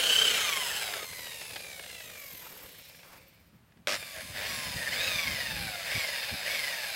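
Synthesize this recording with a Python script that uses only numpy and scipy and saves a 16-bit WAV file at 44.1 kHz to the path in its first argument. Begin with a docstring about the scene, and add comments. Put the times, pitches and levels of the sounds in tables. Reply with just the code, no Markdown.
"""In an open boatyard, a rotary polisher with a wool pad is blipped, coasts almost to rest, restarts
with a mains buzz and buffs a hull in short bursts. One shaft speed sets the pitch of the fan, gear
and commutator whines and the throb of the pad. As it coasts, slack gears knock and carbon brushes
hiss. Gusts buffet the close microphone and a sleeve rustles."""
import sys
import numpy as np
from scipy import signal
from scipy.fft import rfft, irfft, next_fast_len
from scipy.io import wavfile
from scipy.ndimage import uniform_filter1d, map_coordinates

SR = 44100
rng = np.random.default_rng(int(sys.argv[2]) if len(sys.argv) > 2 else 0)


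def wav_out(sig):
    """Save sig, one row per channel (or a flat mono array), as 16-bit PCM at SR to the path in sys.argv[1]."""
    wavfile.write(sys.argv[1], SR, np.round(np.clip(np.atleast_2d(sig).T, -1, 1) * 32767).astype(np.int16))


N = 306495
TIME = np.arange(N) / SR
STEP = 16  # samples per control step
MAINS_HZ, TOP_HZ = 50, 15800
REF_SPEED = 100  # reference for the level laws; all speeds are shaft turns per second
PAD_GEARING = 6.62  # shaft turns per pad turn
LIFT_S = 1.0  # the pad leaves the hull until the next squeeze

# trigger squeezes: press_s, release_s, top_turns_per_s, pad_drag_per_s, growl_db,
# lowest_blade_tone_db, blade_overtones_db
SQUEEZES = [(0, .245, 223, .843, -63, -1, -1), (3.872, 3.96, 102.5, .1, -49, -19, -13),
            (4.33, 4.5, 160, .25, -38.5, 0, -10), (4.89, 5.07, 184.7, .525, -39.5, -5, 1.5),
            (5.829, 5.971, 164, .68, -42.5, -7, -1), (6.42, 6.532, 162, .6, -40.5, -8.5, 0)]
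# the pad catches on the hull: start_s, end_s, growl_db, lowest_blade_change_db, second_blade_change_db
CATCHES = [(4.14, 4.224, -45, 24.5, 6), (4.768, 4.891, -44, -9, 18)]
# modes of the metal gear head: pitch_hz, width_hz, gain_db
GEAR_HEAD_MODES = [(3650, 69, 7), (4370, 190, 4), (4905, 230, 3.5), (6170, 140, -5), (7640, 68, 10),
                   (1650, 87, 2)]


def amp(db):
    """Decibels to amplitude ratio."""
    return 10 ** (np.asarray(db) / 20)


def unit(x):
    """Normalisation to rms 1."""
    return x / np.sqrt(np.mean(x ** 2) + 1e-20)


def along(points, hz):
    """Interpolation of (frequency_hz, value) points on a logarithmic frequency axis."""
    frequencies, values = np.transpose(points)
    return np.interp(np.log(hz + 1), np.log(frequencies + 1), values)


def curve(points):
    """Linear interpolation of (time_s, value) points at every sample."""
    return np.interp(TIME, *np.transpose(points))


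def drift(rate):
    """Smooth random modulation, rate knots a second, one value per control step."""
    return map_coordinates(rng.standard_normal(int(N * rate / SR) + 4), [TIME[::STEP] * rate])


def wobble(rate):
    """Smooth random modulation, one value per sample."""
    return np.interp(TIME, TIME[::STEP], drift(rate))


def fade(at_s, width_s):
    """A smooth step from 0 to 1."""
    return .5 + .5 * np.tanh((TIME - at_s) / width_s)


def swells(rows, edge_s):
    """Amplitude envelope of soft-edged (start_s, end_s, level_db) stretches."""
    return sum(amp(db) * fade(start, edge_s) * (1 - fade(end, edge_s)) for start, end, db in rows)


def filtered(x, response):
    """Linear filtering: the spectrum is multiplied by a frequency response."""
    size = next_fast_len(N + SR // 4)
    return irfft(rfft(x, size) * response(np.fft.rfftfreq(size, 1 / SR)), size)[:N]


def noise(spectrum):
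    """White noise shaped to a relative spectral density, at rms 1."""
    return unit(filtered(rng.standard_normal(N), lambda hz: amp(along(spectrum, hz))))


def resonate(x, modes):
    """Resonance: each mode of a body adds a second-order band-pass to the direct sound."""
    def response(f):
        return 1 + sum(amp(db) * 1j * f * width / (pitch ** 2 - f ** 2 + 1j * f * width)
                       for pitch, width, db in modes)
    return filtered(x, response)


def patchy(x, depth_db):
    """Spectral modulation: the colour of a hiss wanders in patches as the tool is moved about."""
    spectra = signal.stft(x, nperseg=512)[2]
    patches = uniform_filter1d(rng.standard_normal(spectra.shape), size=4, axis=0)
    patches = uniform_filter1d(patches, size=36, axis=1)
    return unit(signal.istft(spectra * amp(depth_db * unit(patches)), nperseg=512)[1][:N])


def yard():
    """Ambient noise floor: still outdoor air and a faint far hum."""
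    # outdoor background: frequency_hz, density_db
    air_spectrum = [(25, -16), (100, -3.5), (500, -8), (2000, -9), (6000, -21.5), (15000, -22.5)]
    hum = amp(-69.5) * np.sin(2 * np.pi * 174 * TIME + .26 * wobble(6.3))
    return hum + amp(-67.5) * noise(air_spectrum)


def sleeve():
    """Friction noise: rubbing cloth gives a flickering rustle."""
    # sleeve movements: start_s, end_s, level_db
    rustles = [(2.4, 2.67, -56.5), (3.04, 3.19, -56)]
    # rubbing cloth: frequency_hz, density_db
    cloth_spectrum = [(200, -9), (500, -9), (1000, -2), (1700, -7.5), (4000, -19.5)]
    return swells(rustles, edge_s=.01945) * amp(3.4 * wobble(60)) * noise(cloth_spectrum)


def wind(speed):
    """Turbulent pressure on the microphone: breeze and pad draught add in power, with puffs on top."""
    # strength of the breeze: time_s, relative_db
    gusts = [(0, -58), (3.2, -64.5), (4.05, -58), (4.7, -48.5), (5.65, -52), (6.1, -64), (6.95, -66)]
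    # single puffs of air: start_s, end_s, level_db
    puffs = [(1.09, 1.13, -58), (2.335, 2.36, -54), (2.635, 2.66, -60), (3.53, 3.565, -58),
             (3.76, 3.82, -69), (4.295, 4.32, -49), (4.745, 4.77, -40.5), (5.145, 5.17, -46),
             (5.25, 5.36, -48), (5.495, 5.72, -49.5), (5.95, 5.985, -40.5), (6.315, 6.36, -42)]
    # buffeting: frequency_hz, density_db
    buffet_spectrum = [(20, -40.5), (35, -16.5), (55, 0), (110, 0), (220, -4.5), (400, -19), (1000, -28),
                       (4000, -87)]
    breeze = amp(curve(gusts) - 2.5 + 2.5 * wobble(28))
    draught = amp(-66.5) * (speed / REF_SPEED) ** 1.43
    return (np.hypot(breeze, draught) + swells(puffs, edge_s=.0039)) * noise(buffet_spectrum)


def run_down(top, since_s, pad_drag):
    """Speed of the unpowered shaft under constant friction and drag proportional to speed."""
    friction, drag = 21.7, .197 + pad_drag  # turns per s squared; share of speed lost per s
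    return (top + friction / drag) * np.exp(-drag * (TIME - since_s)) - friction / drag


def shaft_speed():
    """Motor torque lifts the shaft to its top speed at each squeeze; friction and drag then slow it."""
    speed = np.full(N, 196.5)
    for press, release, top, pad_drag, *_ in SQUEEZES:
        low = np.interp(press, TIME, speed)
        rise = low + (top - low) * np.sin(np.pi / 2 * (TIME - press) / (release - press))
        coast = run_down(top, release, pad_drag)
        speed = np.select([TIME < press, TIME < release], [speed, rise], coast)
        if press < LIFT_S:
            freewheel = run_down(np.interp(LIFT_S, TIME, speed), LIFT_S, pad_drag=0)
            speed = np.where(TIME < LIFT_S, speed, freewheel)
    return np.maximum(speed, 1)


def grip():
    """Sample and hold: pad drag and blade-tone levels last from one squeeze to the next."""
    press, _, _, pad_drag, _, lowest_db, overtone_db = np.transpose(SQUEEZES)
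    latest = np.searchsorted(press[1:], TIME)
    return [uniform_filter1d(column[latest], SR // 10) for column in (pad_drag, lowest_db, overtone_db)]


def strain(speed):
    """Angular acceleration of the motor, scaled from 0 to 1."""
    return np.clip(uniform_filter1d(np.gradient(speed) * SR, SR // 30) / 400, 0, 1)


def pad_turn(angle):
    """Rotating imbalance: the lopsided pad swings between -1 and 1 once per turn."""
    return np.sin(angle / PAD_GEARING + 1)


def brush_hiss():
    """Sliding friction of the carbon brushes, coloured by the resonances of their holders."""
    # sliding carbon: frequency_hz, density_db
    hiss_spectrum = [(1500, -26), (4000, -7), (7000, -3.5), (9000, -1.5), (11000, -3.5), (13000, -3.5),
                     (15800, -3.5)]
    # brush holders: pitch_hz, width_hz, gain_db
    holder_modes = [(6440, 240, -0.5), (7540, 400, 0.5), (9450, 505, -5.5), (11100, 660, -4),
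                    (12900, 700, -6)]
    return patchy(resonate(noise(hiss_spectrum), holder_modes), depth_db=2)


def slow_brushes(speed, angle):
    """Uneven friction: at a crawl the brushes sizzle and squeak on one side of the commutator."""
    # sizzling contact: frequency_hz, density_db
    sizzle_spectrum = [(7000, -38), (11500, -4), (13000, 1), (14800, -2), (15800, -9.5)]
    # a brush sings as the shaft slows: start_s, end_s, level_db
    squeals = [(2.22, 2.45, -52), (2.45, 2.7, -59)]
    # singing brush: frequency_hz, density_db
    squeal_spectrum = [(10500, -38), (12200, -7), (12900, 0), (13500, -8), (14500, -35)]
    contact = amp(2.6 * (np.sin(angle) - 2.5) + 3 * wobble(40))
    squeak_hz = 14260 + 900 * np.cos(angle) + 300 * wobble(30) + 250 * wobble(900)
    falling_half = np.maximum(np.sin(angle), 0)  # the squeak sounds only while its pitch falls
    squeak = np.sin(2 * np.pi * np.cumsum(squeak_hz) / SR) * falling_half * amp(2) * 30 / (speed + 3)
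    squeal = swells(squeals, edge_s=.04) * amp(3 * np.sin(angle)) * noise(squeal_spectrum)
    crawl = np.clip(speed / 45, 0, 1) ** 2.5 / (1 + (speed / 53) ** 14)
    return squeal + amp(-45.5) * crawl * contact * (noise(sizzle_spectrum) + squeak)


def shaft_harmonic(order, speed, angle, db, path):
    """One harmonic of the shaft rate; the higher it lies, the more its level and phase wander."""
    hz = order * speed[::STEP]
    swell_db = min(order / 100, 1) * 3.5 * drift(16)
    level = amp(db + along(path, hz) + swell_db) * (hz < TOP_HZ) * (1 - .8 * strain(speed)[::STEP])
    jitter_rad = np.interp(TIME, TIME[::STEP], hz / 8500 * drift(170))
    return np.repeat(level, STEP)[:N] * np.sin(order * angle + jitter_rad)


def commutator(speed, angle, bars=24, runout_rad=.01):
    """Bar-passing harmonics: a thin whine, amplitude-modulated by the turning shaft and pad."""
    # harmonics of the bar rate: level_db
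    bar_harmonics = [-12, -2, 0, -1, -4]
    # transmission through the motor shell: frequency_hz, gain_db
    motor_shell = [(4000, -7), (6000, -9), (7000, -6), (7600, 3), (8100, -7), (9000, -9), (9700, 0),
                   (10400, -1), (11200, 2), (11900, -2), (12500, -6), (15800, -13)]
    swayed = angle + runout_rad * np.sin(angle)
    whine = sum(shaft_harmonic(k * bars, speed, swayed, db, motor_shell)
                for k, db in enumerate(bar_harmonics, 1))
    return whine * (1 + .7 * np.sin(angle)) * amp(2 * pad_turn(angle))


def gear_whine(speed, angle, loaded, teeth=12, runout_rad=.011, stall_speed=41):
    """Tooth-mesh harmonics; an eccentric pinion modulates them, adding sidebands at the shaft rate."""
    # mesh harmonics with slack teeth: level_db
    slack_harmonics = [4, 6.5, 6, 6, -1, 1, -5, -2, -4, -1, -5, 3, -4, 0]
    # mesh harmonics under load, the last holding for all above: level_db
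    loaded_harmonics = [5, -1.5, 7, -6, -14]
    # transmission through the gear case: frequency_hz, gain_db
    gear_case = [(200, -30), (520, -6), (720, -7), (850, -5), (1150, -4), (1300, -12), (1620, -5),
                 (1730, -9), (1900, 3), (2120, 2), (2360, 9), (2550, 2), (2700, 4), (2850, 1), (3080, -8),
                 (3500, -2), (3740, 4), (4220, 2), (4700, -5), (5200, -1), (5800, -2), (6500, 3),
                 (7200, -5), (7800, -1), (8600, -4), (9900, 0), (11300, 0), (15500, -4)]
    swayed, load = angle + runout_rad * np.sin(angle), loaded[::STEP]
    whine = np.zeros(N)
    for k, slack_db in enumerate(slack_harmonics, 1):
        level_db = (1 - load) * slack_db + load * loaded_harmonics[:k][-1]
        whine += shaft_harmonic(k * teeth, speed, swayed, level_db, gear_case)
    return whine * (1 + .75 * np.sin(angle + 1)) / (1 + (stall_speed / speed) ** 7)


def gear_knocks(speed, attack_s=.0026, decay_s=.0046, rattle_per_s=13, stall_speed=21):
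    """Backlash: teeth strike across their slack; light random knocks weaken as the shaft slows."""
    # hard tooth impacts: start_s, strength_db
    hard_knocks = [(0.936, -23.5), (0.992, -28), (1.027, -28.5), (1.042, -30), (1.128, -40), (1.19, -43),
                   (1.263, -34), (1.415, -35), (1.5, -37), (1.532, -34), (1.558, -24.5), (1.563, -35),
                   (1.599, -35.5), (1.643, -35), (1.794, -32), (1.836, -32), (1.86, -34), (1.898, -34),
                   (1.948, -35), (2.005, -41), (2.098, -36.5), (2.745, -47), (2.787, -47), (3.72, -53),
                   (3.771, -53), (4.026, -31)]
    # tooth impact: frequency_hz, density_db
    knock_spectrum = [(150, -44), (250, -14), (484, 3), (1210, -7.5), (2010, 2.5), (2920, -0.5),
                      (3660, -6.5), (3950, -12), (4870, -9.5), (9000, -27), (11700, -48), (19800, -120)]
    gap_scatter, scatter_db = .5 * rng.standard_normal((80, 2)).T
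    times = LIFT_S + np.cumsum(np.exp(gap_scatter)) / rattle_per_s
    speeds = np.interp(times, TIME, speed)
    strengths_db = -36.5 + 11 * np.log10(speeds / REF_SPEED) + scatter_db
    coasting = (times < SQUEEZES[1][0]) & (speeds > stall_speed)
    level = np.zeros(N)
    for start, db in [*hard_knocks, *zip(times[coasting], strengths_db[coasting])]:
        span = slice(round(start * SR), round(start * SR) + SR // 10)
        age = np.maximum(TIME[span] - start, 0)
        level[span] += amp(db) * (1 - np.exp(-age / attack_s)) * np.exp(-age / decay_s)
    return level * unit(resonate(noise(knock_spectrum), GEAR_HEAD_MODES))


def start_buzz(start_s, end_s, decay_s):
    """Impulse train: the gears snap into mesh, then jolt every mains half cycle during run-up."""
    # jolting gears: frequency_hz, density_db
    jolt_spectrum = [(71, -60), (120, -38), (188, -14.5), (450, -18), (598, -4), (863, -16.5), (1300, -5.5),
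                     (1410, -12), (1990, -3), (4480, -9.5), (5610, -8), (6080, -16.5), (7610, -17),
                     (15500, -30)]
    modes = [(544, 44, 7), (1580, 120, -2), (2610, 120, -14)]  # pitch_hz, width_hz, gain_db
    age = np.maximum(TIME - start_s, 0)
    jolts = np.exp(-(age % (.5 / MAINS_HZ)) / decay_s)
    snap = .7 * np.exp(-age / .003)
    level = (TIME > start_s) * (1 - fade(end_s, .019)) * (.49 + jolts + snap)
    return amp(-27.5) * level * unit(resonate(noise(jolt_spectrum), modes))


def gear_growl(throb):
    """Load modulation: torque ripples at twice the mains rate; a catching pad drags once a turn."""
    # loaded gears: frequency_hz, density_db
    growl_spectrum = [(350, -18.5), (560, -3), (1200, -18), (1750, 1), (2300, -6), (3500, -11), (8000, -29)]
    torque = 1 + .5 * np.sin(2 * np.pi * 2 * MAINS_HZ * TIME)
    pulls = [(press + .017, release - .01, db) for press, release, _, _, db, *_ in SQUEEZES]
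    driven = swells(pulls, edge_s=.026) * torque
    caught = swells([catch[:3] for catch in CATCHES], edge_s=.017) * amp(4.9 * throb)
    return (driven + caught) * noise(growl_spectrum)


def fan(speed, angle, buffing, blades=7):
    """Blade-passing harmonics: they pulse with the pad, blur under acceleration and fade when slow."""
    # harmonics of the blade rate: level_db
    blade_harmonics = [-16, -10, -11.5, -21]
    # flutter of each harmonic with a pad turn: swing_db
    flutter = [2, 6, 3.5, 3]
    # path out of the vents: frequency_hz, gain_db
    vent_path = [(650, 8), (760, 1), (860, -9), (980, 4.5), (1250, 5), (1400, -1), (1800, -4), (2050, 0),
                 (2230, 5), (2620, -8), (2800, -6), (2980, 0), (3350, 0), (3600, 1), (3800, -7), (4400, -3),
                 (5200, -8)]
    # reflection off the hull: frequency_hz, gain_db
    hull_path = [(600, 12), (690, 17), (850, 6), (960, 0), (1260, 3.5), (1360, -8), (1480, -4), (1900, 1),
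                 (2230, 4.5), (2550, -1), (2900, -2), (3300, -6), (3620, 4), (3800, 2), (4100, -2),
                 (5200, -3)]
    _, lowest_db, overtone_db = grip()
    blur = .2 + .3 * strain(speed) + .2 * (speed / 220) ** 8
    tones = np.zeros(N)
    for k, (db, flutter_db) in enumerate(zip(blade_harmonics, flutter), 1):
        hz = k * blades * speed
        path_db = (1 - buffing) * along(vent_path, hz) + buffing * along(hull_path, hz)
        grip_db = overtone_db if k > 1 else lowest_db - 9 * strain(speed)
        catch_db = sum(change_db[k - 1] * swells([(start, end, 0)], edge_s=.02)
                       for start, end, _, *change_db in CATCHES if k <= len(change_db))
        flicker_db = flutter_db * pad_turn(angle) + 1.6 * wobble(90) + 1.2 * wobble(8)
        level = amp(db + path_db + grip_db + catch_db + flicker_db)
        sway_rad = .15 * k * np.cos(angle / PAD_GEARING) + blur * k ** .7 * wobble(130)
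        tones += level * np.sin(k * blades * angle + sway_rad)
    return 1.45 * tones * (1 + .45 * np.sin(angle)) / (1 + (100 / speed) ** 4)


def airflow(speed, angle, buffing, stall_speed=12.9):
    """Directivity: cooling air is heard from the vents, then the pad side, then against the hull."""
    # air at the vents: frequency_hz, density_db
    vent_spectrum = [(100, -37), (190, -11.5), (320, -14.5), (430, 1), (650, -1.5), (1000, -8.5),
                     (1600, -3.5), (2700, 0.5), (3600, -1), (4700, -8), (5200, -1), (5800, -15),
                     (6300, -9.5), (8000, -10.5), (15000, -17.5)]
    # air from the pad side: frequency_hz, density_db
    pad_spectrum = [(100, -11.5), (350, -10.5), (530, 4), (750, -6), (1250, -10), (2300, 0), (3000, -2.5),
                    (5000, -3), (6000, -10.5), (15000, -20.5)]
    # air with the tool against the hull: frequency_hz, density_db
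    hull_spectrum = [(100, -26), (440, -11.5), (540, 3), (850, -6), (1350, -6.5), (1650, -0.5), (2400, 4.5),
                     (3200, -2), (4500, -5.5), (5100, -3.5), (5800, -11), (7700, -24), (15000, -36)]
    # cavity resonances of the housing: pitch_hz, width_hz, gain_db
    housing_modes = [(3096, 197, 14), (1614, 180, 7), (6140, 550, 10), (7630, 340, 6.5)]
    blade_tones = fan(speed, angle, buffing)
    vents = amp(-2.5) * patchy(noise(vent_spectrum), depth_db=2.5) + blade_tones
    blown = np.clip((speed / 215) ** 3, 0, 1)  # fast air sounds the housing like a whistle
    vents = (1 - .62 * blown) * vents + blown * amp(-5) * resonate(vents, housing_modes)
    pad = amp(-1.5) * patchy(noise(pad_spectrum), depth_db=2.5)
    hull = amp(-2.5) * unit(resonate(noise(hull_spectrum), GEAR_HEAD_MODES)) + blade_tones
    turned = fade(1.07, .039)
    air = (1 - turned) * vents + (turned - buffing) * pad + buffing * hull
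    return air / (1 + (stall_speed / speed) ** 4)


def polisher(speed):
    """Superposition of the tool's sources; air, hiss and whines grow as powers of the shaft speed."""
    angle = 2 * np.pi * np.cumsum(speed) / SR
    first_pass = 1 - fade(LIFT_S + .01, .027)  # the vents face the microphone
    buffing = fade(3.885, .006)
    loaded = first_pass + buffing
    # nearness of the tool to the microphone: time_s, gain_db
    nearness = [(0, 0.5), (.9, 1), (1.8, 0), (2.35, 2), (3.1, 3), (4.05, -2), (4.3, -1), (4.5, 0.5),
                (6.95, 0.57)]
    near_db = curve(nearness)
    decades = np.log10(speed / REF_SPEED)
    # the throb grows with speed and is damped while the pad lies flat on the hull
    throb = (pad_turn(angle) + .87 * wobble(50)) * np.minimum(speed / 180, 1) * (1 - .3 * buffing)
    chatter = np.sin(angle) + .8 * wobble(260)
    rub_db = 10 * np.log10(1 + grip()[0] * loaded / .16)  # a pad drag of 0.16 per s doubles the power
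    air_db = -44.34 + 21.5 * decades + rub_db + near_db + throb + chatter
    air = amp(air_db) * airflow(speed, angle, buffing)
    hiss_db = -47 + 20.5 * decades + near_db + .5 * throb + .54 * chatter
    hiss = amp(hiss_db) * brush_hiss() / (1 + (25 / speed) ** 4)  # dies below 25 turns per s
    mesh = amp(-58 + 16 * decades + 3 * first_pass + near_db) * gear_whine(speed, angle, loaded)
    bars = amp(-55 + 12 * decades + 4.5 * first_pass) * loaded * commutator(speed, angle)
    buzz = start_buzz(start_s=3.8724, end_s=3.962, decay_s=.0023)
    brushes = hiss + slow_brushes(speed, angle)
    return air + mesh + bars + buzz + brushes + gear_growl(throb) + gear_knocks(speed)


def scene():
    """Pressures add at one microphone: the close polisher, wind, sleeve and open yard."""
    speed = shaft_speed()
    return (polisher(speed) + wind(speed) + sleeve() + yard())[None]


def record(dry):
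    """Band limiting: an ideal low-pass removes everything above TOP_HZ."""
    return np.array([filtered(x, lambda hz: hz < TOP_HZ) for x in dry])


dry = scene()
out = record(dry)
wav_out(out)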